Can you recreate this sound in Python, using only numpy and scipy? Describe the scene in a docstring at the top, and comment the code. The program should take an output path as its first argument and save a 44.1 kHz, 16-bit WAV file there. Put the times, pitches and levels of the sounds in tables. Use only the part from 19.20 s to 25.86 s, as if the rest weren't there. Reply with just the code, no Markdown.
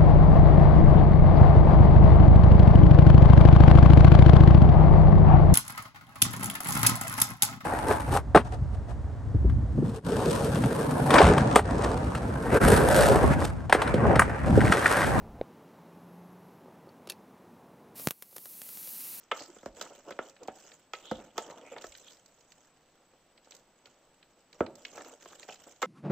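"""Sticky rice, paddle and pot

Kitchen, a small microphone close to a rice cooker; a plastic paddle turns sticky rice in its pot.
Knocks are brief pushes and crunches that ring blade and pot; rubs are uneven slips in one resonance.
Shaped noise bursts make the drag, the scraping and the wet crackle; snapping starch gives louder smacks.
Around the middle the pushes pause, leaving little but the room's hiss and a thin whine.
A small room's short reverberation follows the pot, and low shudders rock the cooker.
"""
import sys
import numpy as np
from scipy import signal
from scipy.fft import rfft, irfft, next_fast_len
from scipy.io import wavfile
from scipy.ndimage import uniform_filter1d, map_coordinates

SR = 44100
rng = np.random.default_rng(int(sys.argv[2]) if len(sys.argv) > 2 else 0)


def store_wav(level_fs):
    """Save 16-bit WAV to argv[1]."""
    pcm = np.round(np.clip(np.atleast_2d(level_fs), -1, 1) * 32767)
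    wavfile.write(sys.argv[1], SR, pcm.T.astype(np.int16))


N = 293706

# Room hiss, relative colour: [f/Hz, level/dB]
HISS_COLOUR = [(25, -3.5), (70, -10.5), (160, -2.5), (350, -5.5), (620, -3.5), (1100, -9), (2500, -14.5),
               (5000, -17.5), (7500, -22), (15000, -13.5)]
HISS_DB = -65.5
# Pushes of the paddle through the rice, levels before the mix of layers:
# [start t/s, length/s, force level/dB, wetness/dB over force]
STROKES = [(-0.05, 0.055, -62.5, -0.5), (0.125, 0.09, -49, 0), (0.25, 0.16, -60, 3),
           (0.538, 0.13, -52, -2.5), (0.689, 0.07, -54.5, -5), (0.837, 0.071, -47.5, -12.5),
           (0.996, 0.077, -54.5, -4.5), (1.188, 0.033, -48.5, -21), (1.303, 0.23, -60.5, 3),
           (1.725, 0.22, -55.5, -4), (1.915, 0.13, -50, -14), (2.141, .2, -50.5, -10),
           (2.347, 0.24, -51.5, -13), (2.582, 0.34, -63.5, 6), (3.027, .42, -69, 2.5),
           (4.215, 0.17, -64.5, -2), (4.636, 0.043, -55.5, -9), (5.318, 0.048, -61.5, -1.5),
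           (5.56, 0.2, -57.5, -0.5), (5.702, 0.21, -51.5, -3), (5.972, 0.26, -58.5, 0.5),
           (6.26, 0.071, -56, 1), (6.37, 0.16, -60, 0)]
STROKE_ATTACK_S = .035
DRAG_RELEASE_DB_PER_S, CRACKLE_RELEASE_DB_PER_S = 212, 146  # the grains go on parting after the blade stops
RESTING_DRAG_DB, RESTING_CRACKLE_DB = -70.5, -77.5  # rice settling between pushes, before the mix
# Rice dragged over the pot, relative colour: [f/Hz, level/dB]
DRAG_COLOUR = [(59, -25), (100, -14), (194, -9), (290, 4.5), (392, -2), (518, 5.5), (810, -2.5),
               (937, -2.5), (983, -6), (1430, -8), (1800, -44), (2340, -36), (3960, -120)]
# Edge of the paddle scraping, relative colour: [f/Hz, level/dB]
SCRAPE_COLOUR = [(600, -21), (1400, 4.5), (2200, -1.5), (3100, 3.5), (4200, -9), (6000, -23.5)]
# Wet grains parting, relative colour: [f/Hz, level/dB]
CRACKLE_COLOUR = [(2500, -35), (4200, -10), (5500, 3), (7200, 8.5), (15000, 2.5)]
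# Paddle on pot: [t/s, contact time/s, blade note f/Hz, free ringing of the wall/dB, strength level/dB,
# brightness/dB per register, snap of crushed rice level/dB]
KNOCKS = [(0.1128, 0.0031, 2143, 2.5, -37, 7, -47), (0.362, 0.0019, 514, 0.5, -55.5, -4.5, -78),
          (0.43, 0.00073, 510, -0.5, -53, -5, -69), (0.4587, 0.00087, 543, -10, -41, -5, -51.5),
          (0.6108, 0.0021, 1525, -4, -46.5, 3.5, -38.5), (0.906, 0.002, 400, 1, -44.5, -2, -51.5),
          (0.989, 0.00072, 1417, -2.5, -37, 0, -59.5), (1.282, 0.00062, 761, -9, -40, -2, -58.5),
          (1.734, .0014, 1245, 1, -48, 8, -44.5), (1.911, .003, 1280, 0.5, -32.5, -6.5, -48.5),
          (2.179, 0.0012, 892, -2.5, -37, 2, -36.5), (2.298, .0016, 560, 4.5, -49, -4, -66),
          (2.563, 0.00078, 2180, -17, -55, 6, -72), (2.64, 0.0019, 1755, -3, -46.5, -0.5, -55),
          (5.405, .001, 1358, -2, -26.5, -6, -55), (5.441, 0.00058, 514, -4, -47.5, -7.5, -76),
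          (5.776, 0.00098, 1650, 3, -48.5, 1, -78), (6.057, 0.0011, 1070, -6.5, -54.5, 0, -70),
          (6.2852, 0.0024, 2800, -1.5, -49.5, 0, -55), (6.617, 0.0037, 1530, -10, -45, 5, -39.5),
          (6.6261, 0.00095, 1134, 4, -32.5, 3.4, -39)]
# A blow of middling brightness, in its five registers: thump, thud, body, clack, ring [level/dB over strength]
KNOCK_REGISTERS_DB = [-26.5, -10, -1, -1, -12]
# Modes of the rice-filled pot, before each blow's detuning, scatter and damping: [f/Hz, level/dB, t60/s]
POT_MODES = [(155, -7, .04), (243, -1, .07), (302, -2, .07), (440, -6, .05), (515, 2, .08), (620, -11, .04),
             (760, -7, .04), (930, -5, .05), (1050, -7, .05), (1210, -5, .05), (1303, 2, .1),
             (1470, -5, .05), (1640, -15, .05), (1830, -11, .06), (2000, -6, .06), (2100, 0, .08),
             (2450, -10, .035), (2825, -6, .05), (3400, -14, .05), (5090, -8, .04), (6780, -11, .035),
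             (7340, -7, .04)]
# Blade sticking and slipping on the wet wall: [t/s, length/s, pitch f/Hz, level/dB before the swell]
RUBS = [(0.133, 0.052, 1260, -51), (0.175, 0.11, 4740, -53), (0.281, 0.038, 335, -53),
        (0.859, 0.07, 508, -51), (1.204, 0.031, 470, -48.5), (1.824, 0.17, 3350, -51.5),
        (2.187, 0.072, 7300, -53.5), (2.297, 0.06, 830, -50.5), (2.412, 0.17, 2260, -59.5),
        (2.507, 0.03, 543, -49.5), (2.826, 0.098, 3400, -58), (5.762, 0.067, 1740, -64),
        (6.282, 0.055, 2780, -49), (6.283, 0.038, 720, -49)]
# Louder smacks of sticky rice letting go: [t/s, level/dB before the smack gain, pitch f/Hz]
SMACKS = [(0.192, -54.5, 3600), (0.622, -46.5, 5340), (0.662, -57, 1100), (0.922, -53, 1900),
          (1.164, -59.5, 1700), (1.096, -55.5, 6900), (1.232, -54.5, 7140), (1.275, -53.5, 6000),
          (1.517, -58, 2270), (1.75, -53.5, 2600), (2.309, -57.5, 4350), (2.582, -54.5, 2920),
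          (2.619, -54.5, 5430), (2.667, -53, 7500), (2.722, -58, 2100), (2.75, -55.5, 2980),
          (2.781, -55.5, 7500), (2.906, -60.5, 4800), (3.059, -58, 7100), (3.319, -58, 4700),
          (4.176, -64.5, 2500), (4.308, -52.5, 6650), (4.32, -58, 2540), (4.349, -53, 8150),
          (4.365, -58, 8200), (4.656, -57.5, 3680), (5.027, -63, 2680), (5.328, -57.5, 4300),
          (5.463, -49, 1700), (5.554, -54, 7100), (5.65, -43.5, 3320), (5.758, -55, 7640),
          (5.808, -49.5, 1320), (6.13, -57.5, 1000), (6.229, -54, 2600)]
SMACK_FALL_DB, SMACK_BODY_DB = 12, -20  # one octave off pitch (grows with the square); broad body
# Random small smacks: level over the wet crackle before size and gain, middle of a one-octave range
SMALL_SMACKS_PER_S, SMALL_SMACK_DB, SMALL_SMACK_HZ = 19, -5, 6000
# Cooker rocking on its feet: [t/s, level/dB before the swell]
ROCKS = [(0.466, -60.5), (1.93, -64), (2.658, -68.5)]
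# Decay of the small kitchen: [f/Hz, t60/s]
KITCHEN_DECAY = [(100, 0.23), (250, 0.56), (550, 0.45), (1500, 0.44), (4000, 0.21), (8000, 0.2)]
# What the room gives back, relative: [f/Hz, level/dB]
WALLS = [(80, -13), (180, 5.5), (320, -6.5), (600, 2.5), (1500, -8.5), (3000, 0.5), (7000, 1)]
# Likeness of left and right: [f/Hz, likeness from 0 to 1]
LEFT_RIGHT_LIKENESS = [(100, .985), (300, .975), (600, .95), (1200, .93), (2500, .8), (4500, .45),
                       (7500, .15), (15000, .25)]
# Treble response of the recorder: [f/Hz, level/dB]
TREBLE = [(7950, 0), (8400, -30), (9700, -40), (11400, -22), (12600, -42), (13600, -36), (14300, -5),
          (15000, -11), (15600, -32)]
TOP_HZ = 16000


def amp(db):
    """Decibels to gain."""
    return 10 ** (np.asarray(db) / 20)


def unit(x):
    """x at rms 1."""
    return x / np.sqrt(np.mean(x ** 2) + 1e-20)


def along(points, hz):
    """(f/Hz, value) points read on a log frequency axis."""
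    f, v = np.transpose(points)
    return np.interp(np.log(hz + 1), np.log(f + 1), v)


def wobble(rate):
    """A smooth random curve, rate knots a second."""
    knots = rng.standard_normal(int(N * rate / SR) + 4)
    return map_coordinates(knots, [np.arange(N) * rate / SR])


def filtered(x, response):
    """x times a response of frequency."""
    m = next_fast_len(N + 8192)
    return irfft(rfft(x, m) * response(np.fft.rfftfreq(m, 1 / SR)), m)[..., :N]


def add(track, s, sound):
    """Mix a sound into a track at time s."""
    start = round(s * SR)
    part = sound[..., :max(N - start, 0)]
    track[..., start:start + part.shape[-1]] += part


def bandpass(x, order, edges_hz):
    """Butterworth band of x between two edges."""
    return signal.sosfilt(signal.butter(order, edges_hz, "band", fs=SR, output="sos"), x)


def spread(pair):
    """Two unrelated sounds to left and right: alike in the bass, apart in the treble."""
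    def mid_side(hz):
        turn = np.arccos(np.clip(along(LEFT_RIGHT_LIKENESS, hz), -1, 1)) / 2
        return np.array([np.cos(turn), 1j * np.sin(turn)])

    mid, side = filtered(pair, mid_side)
    return np.array([mid + side, mid - side])


def coloured(pair, spectrum):
    """Stereo sound of rms 1 with the given colour."""
    return unit(spread(filtered(pair, lambda hz: amp(along(spectrum, hz)))))


def voiced(pair, edges_hz, levels_db, lag_s):
    """A short sound with each register set to its level over 20 ms; lower registers arrive later."""
    out = 0
    for k, db in enumerate(levels_db):
        band = bandpass(pair, 4, edges_hz[k:k + 2])
        lag = round(abs(lag_s) * SR / (k + 1))  # the lowest takes all of lag_s
        late = np.pad(band, ((0, 0), (lag, 0)))[:, :pair.shape[1]]
        level = np.sqrt(np.sum(band ** 2, -1, keepdims=True) / (SR / 50))
        out = out + amp(db) * late / level
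    return out


def background(whine_hz=7830, whine_width_hz=110, whine_db=-76):
    """Room hiss, its level barely wavering, with a thin high whine of narrow-band noise."""
    whine = filtered(rng.standard_normal((2, N)),
                     lambda hz: np.exp(-((hz - whine_hz) / whine_width_hz) ** 2))
    hiss = coloured(rng.standard_normal((2, N)), HISS_COLOUR)
    return amp(HISS_DB + 0.14 * wobble(11.0)) * hiss + amp(whine_db) * unit(whine)


def effort():
    """Gains of the drag and of the wet crackle: every push builds up, holds and dies away."""
    drag = np.full(N, amp(RESTING_DRAG_DB))
    crackle = np.full(N, amp(RESTING_CRACKLE_DB))
    for s, length, force_db, wet_db in STROKES:
        t = np.arange(N) / SR - s
        rise = np.clip(t / STROKE_ATTACK_S, 0, 1)
        after = np.maximum(t - length, 0)
        drag = np.maximum(drag, rise * amp(force_db - DRAG_RELEASE_DB_PER_S * after))
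        crackle = np.maximum(crackle, rise * amp(force_db + wet_db - CRACKLE_RELEASE_DB_PER_S * after))
    return drag, crackle


def grains(rate, size_db, life_s, bed):
    """Tiny bursts of uneven size at random moments, on a bed of finer ones."""
    sizes = amp(size_db * np.minimum(rng.exponential(size=N), 3))
    bursts = sizes * (rng.random(N) < rate / SR)
    envelope = signal.lfilter([1], [1, -np.exp(-1 / (life_s * SR))], bursts)
    return (unit(envelope) + bed) * rng.standard_normal((2, N))


def hollows(pair, depth_db):
    """Pockets between the grains open and close, each briefly favouring its own pitch."""
    z = signal.stft(pair, nperseg=256)[2]
    field = rng.standard_normal(z.shape[1:])
    for axis in (0, 1):  # smooth over pitch, then over time
        field = uniform_filter1d(field, size=4, axis=axis)
    return signal.istft(z * amp(depth_db * unit(field)), nperseg=256)[1][:, :N]


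def stirring(drag, crackle, drag_db=-3.0, scrape_db=-7, crackle_db=2.0, clump_db=1.8):
    """The paddle drags rice over the pot, its edge scrapes, and wet grains pull apart in clumps."""
    scrape = np.sqrt(drag * crackle)  # the edge needs both force and wetness
    heavy = grains(rate=160, size_db=4.5, life_s=0.0077, bed=0.34)
    wet = hollows(grains(rate=300, size_db=4.5, life_s=.002, bed=.7), depth_db=4)
    out = amp(drag_db) * drag * coloured(heavy, DRAG_COLOUR)
    out += amp(scrape_db) * scrape * coloured(wet, SCRAPE_COLOUR)
    out += amp(crackle_db) * crackle * coloured(wet, CRACKLE_COLOUR)
    return amp(clump_db * wobble(45)) * out


def knocks(push_db=20, crunch_db=16, blade_db=6, blade_t60=0.043, rattle_db=4, rattle_t60=0.11, lag_s=0.0012):
    """Each blow is a brief push and a crunch of trapped rice; then the blade and the pot's modes ring."""
    edges_hz = [65, 200, 390, 700, 1700, 3500, 15000]
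    out, t = np.zeros((2, N)), np.arange(SR // 4) / SR
    hz, db, t60 = np.transpose(POT_MODES)
    for s, contact_s, note_hz, free_db, strength_db, bright_db, snap_db in KNOCKS:
        # the blade loads the wall at another place each time, which detunes it slightly
        pitch = hz * (1 + .007 * rng.standard_normal(len(hz)))
        ring_s = t60[:, None] * amp(free_db / 2)  # rice on the wall shortens its ring
        modes = np.cos(2 * np.pi * pitch[:, None] * t) * amp(-60 * t / ring_s)
        strengths = amp(db + 2 * rng.standard_normal((2, len(hz))))
        # the low modes start together, the high ones swing either way
        strengths = strengths * np.where(hz < 700, 1, rng.choice([-1, 1], strengths.shape))
        # the blade's own note depends on how deep it sits in the rice
        blade = np.sin(2 * np.pi * note_hz * t) * amp(blade_db - 60 * t / blade_t60)
        crunch, rattle = rng.standard_normal((2, 2, len(t)))
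        ring = amp(free_db) * strengths @ modes + blade + amp(rattle_db - 60 * t / rattle_t60) * rattle
        u = t / max(contact_s, 5e-4)
        blow = ring * (1 - np.exp(-u)) + amp(crunch_db) * crunch * u * np.exp(1 - u)
        # the soft push mostly moves the low registers; it goes to the middle of the stereo image
        blow[0] += amp(push_db) * np.exp(-np.abs(t - contact_s) / .00015)
        # a blow cushioned by rice leans to the bass, one on the bare wall to the treble
        tilt = bright_db * (np.arange(len(KNOCK_REGISTERS_DB)) - 2)
        levels = strength_db + np.array(KNOCK_REGISTERS_DB) + tilt
        add(out, s, voiced(blow, edges_hz, [*levels, snap_db], lag_s))
    return spread(out)


def rubs(slip_rate=260, slip_t60=0.023, width=.13):
    """Uneven slips excite one broad resonance of the blade, swelling and fading."""
    out = np.zeros((2, N))
    for s, length, hz, db in RUBS:
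        t = np.arange(int(length * SR)) / SR
        starts = rng.random(len(t)) < slip_rate / SR
        slips = signal.lfilter([1], [1, -amp(-60 / slip_t60 / SR)], starts) + 0.15
        noise = slips * rng.standard_normal((2, len(t)))
        tone = bandpass(noise, 2, [hz / (1 + width), hz * (1 + width)])
        add(out, s, amp(db) * unit(tone) * np.sin(np.pi * t / length))
    return spread(out)


def smacks(crackle, snap_s=0.0018, tail_db=-19, gain_db=1):
    """A starch film stretches and snaps, smaller threads follow; random small smacks track the crackle."""
    edges_hz, centres_hz = [500, 1800, 4500, 15000], np.array([950, 2850, 6700])
    out, t = np.zeros((2, N)), np.arange(SR // 10) / SR
    threads = amp(-60 * t / .07)
    envelope = t / snap_s * np.exp(1 - t / snap_s) + amp(tail_db) * threads
    small = []
    for when, size, octave in rng.random((int(SMALL_SMACKS_PER_S * N / SR), 3)):
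        level_db = 20 * np.log10(crackle[int(when * N)] * (.5 + size)) + SMALL_SMACK_DB
        small.append((when * N / SR, level_db, SMALL_SMACK_HZ * 2 ** (octave - .5)))
    for s, db, hz in list(SMACKS) + small:
        off_pitch_db = -SMACK_FALL_DB * np.log2(centres_hz / hz) ** 2
        levels = db + gain_db + np.maximum(off_pitch_db, SMACK_BODY_DB)
        snap = envelope * rng.standard_normal((2, len(t)))
        add(out, s, voiced(snap, edges_hz, levels, lag_s=0))
    return spread(out)


def rocking(low_hz=28, high_hz=65, swell_s=0.033):
    """A soft low shudder of the cooker, band-passed noise that swells and settles."""
    out, t = np.zeros((2, N)), np.arange(SR // 3) / SR
    for s, db in ROCKS:
        shudder = bandpass(rng.standard_normal(len(t)), 2, [low_hz, high_hz])
        add(out, s, amp(db) * unit(shudder) * t / swell_s * np.exp(1 - t / swell_s))
    return out


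def kitchen(x):
    """Reverberation of a small room, each frequency dying at its own speed."""
    hz, t, z = signal.stft(rng.standard_normal((2, SR // 2)), SR, nperseg=256)
    decay_db = along(WALLS, hz)[:, None] - 60 * t / along(KITCHEN_DECAY, hz)[:, None]
    tail = signal.istft(z * amp(decay_db), SR, nperseg=256)[1]
    tail = tail * (1 - np.exp(-np.arange(tail.shape[1]) / SR / 0.0012))  # soft onset
    tail = tail / np.linalg.norm(tail[0])
    return spread(signal.fftconvolve(x.mean(0)[None], tail, axes=1)[:, :N])


def scene(room_db=-12):
    """The pot and its reverberation sit a little to the right, their treble more so; hiss lies around."""
    drag, crackle = effort()
    pot = stirring(drag, crackle) + knocks() + rubs() + smacks(crackle) + rocking()
    lean = [(150, .2), (500, .65), (2000, .75), (7000, 1.5)]  # f/Hz, level/dB up on the right, down on the left
    placed = filtered(pot + amp(room_db) * kitchen(pot),
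                      lambda hz: amp(np.outer([-1, 1], along(lean, hz))))
    return placed + background()


def record(dry):
    """The recorder passes little above 8 kHz but a thin band of sizzle, and nothing from TOP_HZ up."""
    return filtered(dry, lambda hz: amp(along(TREBLE, hz)) * (hz < TOP_HZ))


dry = scene()
out = record(dry)
store_wav(out)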